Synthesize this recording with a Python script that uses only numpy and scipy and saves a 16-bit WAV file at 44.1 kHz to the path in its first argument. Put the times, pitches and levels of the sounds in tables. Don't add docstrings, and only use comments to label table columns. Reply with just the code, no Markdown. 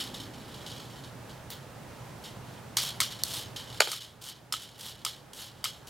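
import sys
import numpy as np
from scipy import signal
from scipy.fft import rfft, irfft, next_fast_len
from scipy.io import wavfile
from scipy.ndimage import uniform_filter1d, minimum_filter1d, map_coordinates

SR = 44100
rng = np.random.default_rng(int(sys.argv[2]) if len(sys.argv) > 2 else 0)


def wav_out(sig):
    wavfile.write(sys.argv[1], SR, np.round(np.clip(np.atleast_2d(sig).T, -1, 1) * 32767).astype(np.int16))


N = 260013

# (time [s], crack [dB], bite [Hz], relative blade ring [dB], buzz [dB], mesh shiver [dB])
CUTS = [(1.5027, -39, 4250, -58, -51, -39.5), (2.7694, -22, 4300, -33, -23, -27.5),
        (3.0029, -23, 4300, -23, -23.5, -26.5), (3.916, -21.5, 4200, -21.5, -30, -32),
        (4.524, -18.5, 5250, -16.5, -25, -26), (5.049, -18, 5000, -19.5, -29.5, -27),
        (5.6411, -23.5, 5240, -21.5, -27, -26.5)]
# (time [s], level [dB], mesh shiver [dB], echo [dB], low-pass [Hz])
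KNOCKS = [(3.805, -3, -19.5, -9.5, 14000), (3.873, -23, -31, -7, 1500)]
# (start [s], end [s], level [dB])
STROKES = [(2.217, 2.277, -57), (2.763, 2.916, -37), (3.23, 3.445, -38.5), (3.848, 3.996, -34),
           (4.209, 4.327, -37.5), (4.594, 4.664, -44.5), (4.775, 4.938, -38.5), (5.057, 5.134, -43),
           (5.328, 5.494, -39.5), (5.864, 5.95, -43)]


def amp(db):
    return 10 ** (np.asarray(db) / 20)


def unit(x):
    return x / np.sqrt(np.mean(x ** 2) + 1e-20)


def unit_hit(x):
    return x * np.sqrt(.004 * SR / np.sum(x ** 2))


def seconds(length_s):
    return np.arange(int(length_s * SR)) / SR


def add(track, at_s, sound):
    part = track[max(round(at_s * SR), 0):][:len(sound)]
    part += sound[:len(part)]


def along(points, hz):
    knots_hz, values = np.transpose(points)
    return np.interp(np.log(hz + 1), np.log(knots_hz + 1), values)


def filtered(x, response):
    n = x.shape[-1]
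    size = next_fast_len(n + SR // 4)
    return irfft(rfft(x, size) * response(np.fft.rfftfreq(size, 1 / SR)), size)[..., :n]


def coloured(x, spectrum, size=2048):
    cepstrum = irfft(np.log(amp(along(spectrum, np.fft.rfftfreq(size, 1 / SR)))))
    cepstrum[1:size // 2] *= 2
    cepstrum[size // 2 + 1:] = 0
    return signal.fftconvolve(x, irfft(np.exp(rfft(cepstrum))))[:len(x)]


def resonant(x, modes):
    return filtered(x, lambda f: sum(
        (-1) ** k * amp(db) * 1j * f * width / (hz * hz - f * f + 1j * f * width)
        for k, (hz, width, db) in enumerate(modes)))


def wobble(knots_per_s):
    knots = rng.standard_normal(int(N * knots_per_s / SR) + 4)
    return map_coordinates(knots, [np.arange(N) * knots_per_s / SR])


def burst(rise_s, t60_s):
    t = seconds(.1)
    decay = amp(-60 * np.maximum(t - rise_s, 0) / t60_s)
    return rng.standard_normal(len(t)) * np.minimum(t / rise_s, 1) * decay


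def dying(at_s, db, t60_s, rise_s=.00073):
    level, t = np.zeros(N), seconds(t60_s)
    add(level, at_s, np.minimum(t / rise_s, 1) * amp(db - 60 * t / t60_s))
    return level


def contacts(per_s, spread_db, t60_s):
    sizes = (rng.random(N) < per_s / SR) * amp(spread_db * np.clip(rng.standard_normal(N), -2, 2))
    power = signal.fftconvolve(sizes ** 2, amp(-60 * seconds(.1) / t60_s) ** 2)[:N]
    return unit(np.sqrt(np.abs(power)) * rng.standard_normal(N))


def flurry(per_s, t60_s):
    count = int(per_s * N / SR)
    jitter, size = rng.random((count, 2)).T
    onsets = ((np.arange(count) + jitter) * N / count).astype(int)
    jerks = np.bincount(onsets, size ** 2, N)
    power = signal.fftconvolve(jerks, amp(-60 * seconds(t60_s) / t60_s) ** 2)[:N]
    return unit(np.sqrt(np.abs(power)))


def stroke_speed():
    t = np.arange(N) / SR
    return sum(amp(db) * np.sin(np.pi * np.clip((t - start_s) / (end_s - start_s), 0, 1))
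               for start_s, end_s, db in STROKES)


def traffic():
    spectrum = [(15, -34), (25, -21), (130, -5.5), (256, -12), (394, -14.5), (503, -12.5), (754, -15.5),
                (818, -13.5), (1130, -18.5), (1650, -21), (2160, -25), (2690, -26), (3520, -28.5),
                (10400, -35), (16000, -39)]
    coherence = [(25, 0.43), (100, 0.99), (280, 0.63), (600, 0.69), (1500, 0.75), (4000, 0.68),
                 (12000, 0.31)]

    def mid_side(hz):
        angle = np.arccos(np.clip(along(coherence, hz), -1, 1)) / 2
        return amp(along(spectrum, hz)) * [np.cos(angle), np.sin(angle)]

    mid, side = filtered(rng.standard_normal((2, N)), mid_side)
    rush = unit(np.array([mid + side, mid - side])) * amp(.73 * wobble(4.71))
    engine_modes = [(117.9, 7.4, -1.5), (145.3, 4.4, -8.5), (86, 19, -15.5)]
    drone = unit(resonant(rng.standard_normal(N), engine_modes))
    receding = dying(0, db=-46.5, t60_s=6) * unit(resonant(rng.standard_normal(N), [(218, 106, 0)]))
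    return rush * amp([[-48], [-46]]) + drone * amp([[-54], [-51]]) + receding * amp([[-2], [0]])


def patio_scatter(x):
    decay = [(200, 0.58), (2000, 0.25), (12000, 0.31)]
    hz, t, noise = signal.stft(rng.standard_normal((2, SR // 3)), SR, nperseg=256)
    tail = signal.istft(noise * amp(-60 * t / along(decay, hz)[:, None]), SR, nperseg=256)[1]
    return signal.fftconvolve(x[None], tail / np.linalg.norm(tail[0]), axes=1)[:, :N]


def wall_echo(hit, db, delay_s=.015, dull_hz=6500):
    echo = filtered(hit, lambda f: np.exp(-2j * np.pi * f * delay_s) / (1 + (f / dull_hz) ** 2))
    return hit + amp(db) * echo


def scraping():
    spectrum = [(300, -24), (1000, -9), (2400, -16), (3100, -2), (5000, -6.5), (9000, -8.5), (12500, -10.5),
                (16000, -17.5)]
    grabs = sum(dying(start_s + .0038, db - 3.5, t60_s=.089, rise_s=.00082)
                for start_s, _, db in STROKES)
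    sliding = stroke_speed() * np.hypot(1, amp(-9) * flurry(per_s=33, t60_s=.089))
    grit = contacts(per_s=800, spread_db=4.5, t60_s=.024)
    thin_grit = unit(coloured(grit, [(6000, -27), (11000, 0), (15000, 4)]))
    fizz = dying(CUTS[0][0], db=-39, t60_s=.17) * thin_grit
    return fizz + (sliding + grabs) * unit(coloured(grit, spectrum))


def mesh(settle_s=.024):
    slips = [(0, -32.5), (.141, -40.5), (.2, -43), (.541, -47.5), (.663, -41.5), (.716, -43.5),
             (.776, -43.5), (1.294, -50), (2.238, -42.5), (3.104, -39.5), (3.188, -44.5), (3.561, -36.5),
             (3.727, -49.5), (4.004, -33.5), (4.62, -39), (4.745, -46.5)]
    presses = [(0.312, 1.097, -55), (2.45, 2.6, -58.5), (3.673, 3.79, -47.5), (4.65, 5.047, -51.5),
               (5.543, 5.638, -53.5)]
    spectrum = [(400, -35), (1200, -12), (2650, -11), (3000, -3), (3400, -1), (4100, -1), (5000, -9.5),
                (5900, -21), (6800, -10), (8500, -14), (12000, -16.5), (16000, -25)]
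    strand_modes = [(3090, 370, -1.5), (3320, 82, 4), (4390, 440, -11.5), (5563, 240, -4), (6360, 110, -6),
                    (9600, 210, -23.5), (11100, 230, -18)]
    t = np.arange(N) / SR
    slipped = sum(dying(at_s, db, t60_s=.36) ** 2 for at_s, db in slips)
    cut = sum(dying(at_s, db, t60_s=.33, rise_s=.016) ** 2 for at_s, *_, db in CUTS)
    struck = sum(dying(at_s, db, t60_s=.32) ** 2 for at_s, _, db, _, _ in KNOCKS)
    pressure = sum(amp(db) * ((t > start_s) & (t < end_s)) for start_s, end_s, db in presses)
    stirred = (uniform_filter1d(pressure, SR // 50) * flurry(per_s=50, t60_s=.25)) ** 2
    leak = 1 / (settle_s * SR)
    dragged = signal.lfilter([leak], [1, leak - 1], stroke_speed() ** 2)
    touches = contacts(per_s=660, spread_db=0, t60_s=.029)
    rattle = unit(coloured(touches, spectrum))
    cluster = np.zeros(N)
    for _ in range(3):
        bend_db = 7.4 * wobble(4.93)
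        cluster += amp(bend_db) * signal.fftconvolve(touches, burst(rise_s=.00075, t60_s=.11))[:N]
    cluster /= np.sqrt(np.abs(uniform_filter1d(cluster ** 2, SR // 20)) + 1e-12)
    ring = unit(resonant(coloured(cluster, [(2550, -26), (2950, -5.5)]), strand_modes))
    return np.sqrt(slipped + cut + struck + stirred + dragged) * unit(rattle + amp(-3) * ring)


def jaw_click():
    closures = [(3.2357, -20.5, -11)]  # (time [s], level [dB], echo [dB])
    jaw_modes = [(4340, 93, -6.5), (6800, 410, -8), (8140, 170, -11), (9300, 160, -19), (11500, 860, -12),
                 (15700, 270, -21)]
    spectrum = [(800, -14), (2800, -7), (4000, 6.5), (7000, -6), (11000, -1), (16000, -12)]
    out = np.zeros(N)
    for at_s, db, echo_db in closures:
        tick = unit_hit(coloured(burst(rise_s=.00046, t60_s=.0047), spectrum))
        ring = unit_hit(resonant(burst(rise_s=.0007, t60_s=.0018), jaw_modes))
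        add(out, at_s, wall_echo(amp(db) * unit_hit(tick + 1.04 * ring), echo_db, dull_hz=5000))
    return out


def slab_knocks(lead_s=.004):
    modes = [(415, 200, 0.5), (525, 216, 3), (854, 143, -2.5), (1200, 59, -1), (1537, 230, -1.5),
             (2370, 250, -3), (3030, 220, -11), (3840, 220, -1.5), (4500, 170, 5), (6840, 240, -7),
             (8180, 300, -10), (9330, 200, -10), (11000, 1000, -17)]
    out = np.zeros(N)
    for at_s, db, _, echo_db, corner_hz in KNOCKS:
        force = burst(rise_s=lead_s, t60_s=.034) / 20
        add(force, lead_s, np.ones(1))
        force = filtered(force, lambda f: 1 / (1 + 1j * f / corner_hz))
        thud = unit_hit(coloured(resonant(force, modes), [(150, -26), (300, -9.5), (380, -5)]))
        add(out, at_s - lead_s, wall_echo(amp(db) * thud, echo_db, delay_s=1 / 70, dull_hz=11000))
    return out


def wire_cuts():
    spectrum = [(300, -45), (750, -11), (1150, -1.5), (1700, -10), (2200, 3), (2600, -7), (3400, 1.5),
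                (5000, 1), (6400, -3), (9000, 0.5), (10300, -5), (12500, -4.5), (16000, -17)]
    blade_modes = [(1277, 16, 0.026), (1130, -9, 0.015), (1900, -15, 0.0098), (3120, 22, 0.013),
                   (5500, -7, 0.078)]
    out, t = np.zeros(N), seconds(.1)
    for at_s, crack_db, bite_hz, ring_db, buzz_db, _ in CUTS:
        crack = unit_hit(coloured(burst(rise_s=.00079, t60_s=.021), spectrum))
        bite = unit_hit(resonant(burst(rise_s=.0014, t60_s=.0067), [(bite_hz, 380, 0)]))
        add(out, at_s, wall_echo(amp(crack_db) * unit_hit(crack + .78 * bite), db=-17))
        ring = np.zeros(len(t))
        for hz, db, t60_s in blade_modes:
            decay = amp(db + rng.normal(0, 1.3) - 60 * t / t60_s)
            ring += decay * np.sin(2 * np.pi * hz * rng.normal(1, .012) * t)
        ring = unit_hit(ring * (1 - np.exp(-t / .0002)))
        add(out, at_s, wall_echo(amp(ring_db - 8) * ring, db=5.5))
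        stub_modes = [(bite_hz, 700, 0), (1.47 * bite_hz, 1100, -2)]
        twang = unit_hit(resonant(burst(rise_s=.0018, t60_s=.15), stub_modes))
        add(out, at_s, amp(buzz_db) * twang)
    buzz_level = sum(dying(at_s, db, t60_s=.13) for at_s, *_, db, _ in CUTS)
    buzz = unit(coloured(contacts(per_s=5100, spread_db=10.5, t60_s=.015), spectrum))
    return out + buzz_level * buzz


def scene():
    hits = wire_cuts() + jaw_click() + slab_knocks()
    sheet = mesh() + scraping()
    direct = (hits + sheet) * amp([[-.2], [.2]])
    return direct + patio_scatter(amp(-15.5) * hits + amp(-29) * sheet) + traffic()


def record(dry, ceiling_db=-12, release_db_per_s=1.5, top_hz=15900):
    window = SR // 250
    level_db = 10 * np.log10(np.abs(uniform_filter1d(np.mean(dry ** 2, axis=0), window)) + 1e-12)
    needed_db = minimum_filter1d(np.minimum(ceiling_db - level_db, 0), window)
    recovery_db = release_db_per_s * np.arange(N) / SR
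    gain_db = uniform_filter1d(np.minimum.accumulate(needed_db - recovery_db) + recovery_db, window)
    return filtered(dry * amp(gain_db), lambda hz: hz < top_hz)


dry = scene()
out = record(dry)
wav_out(out)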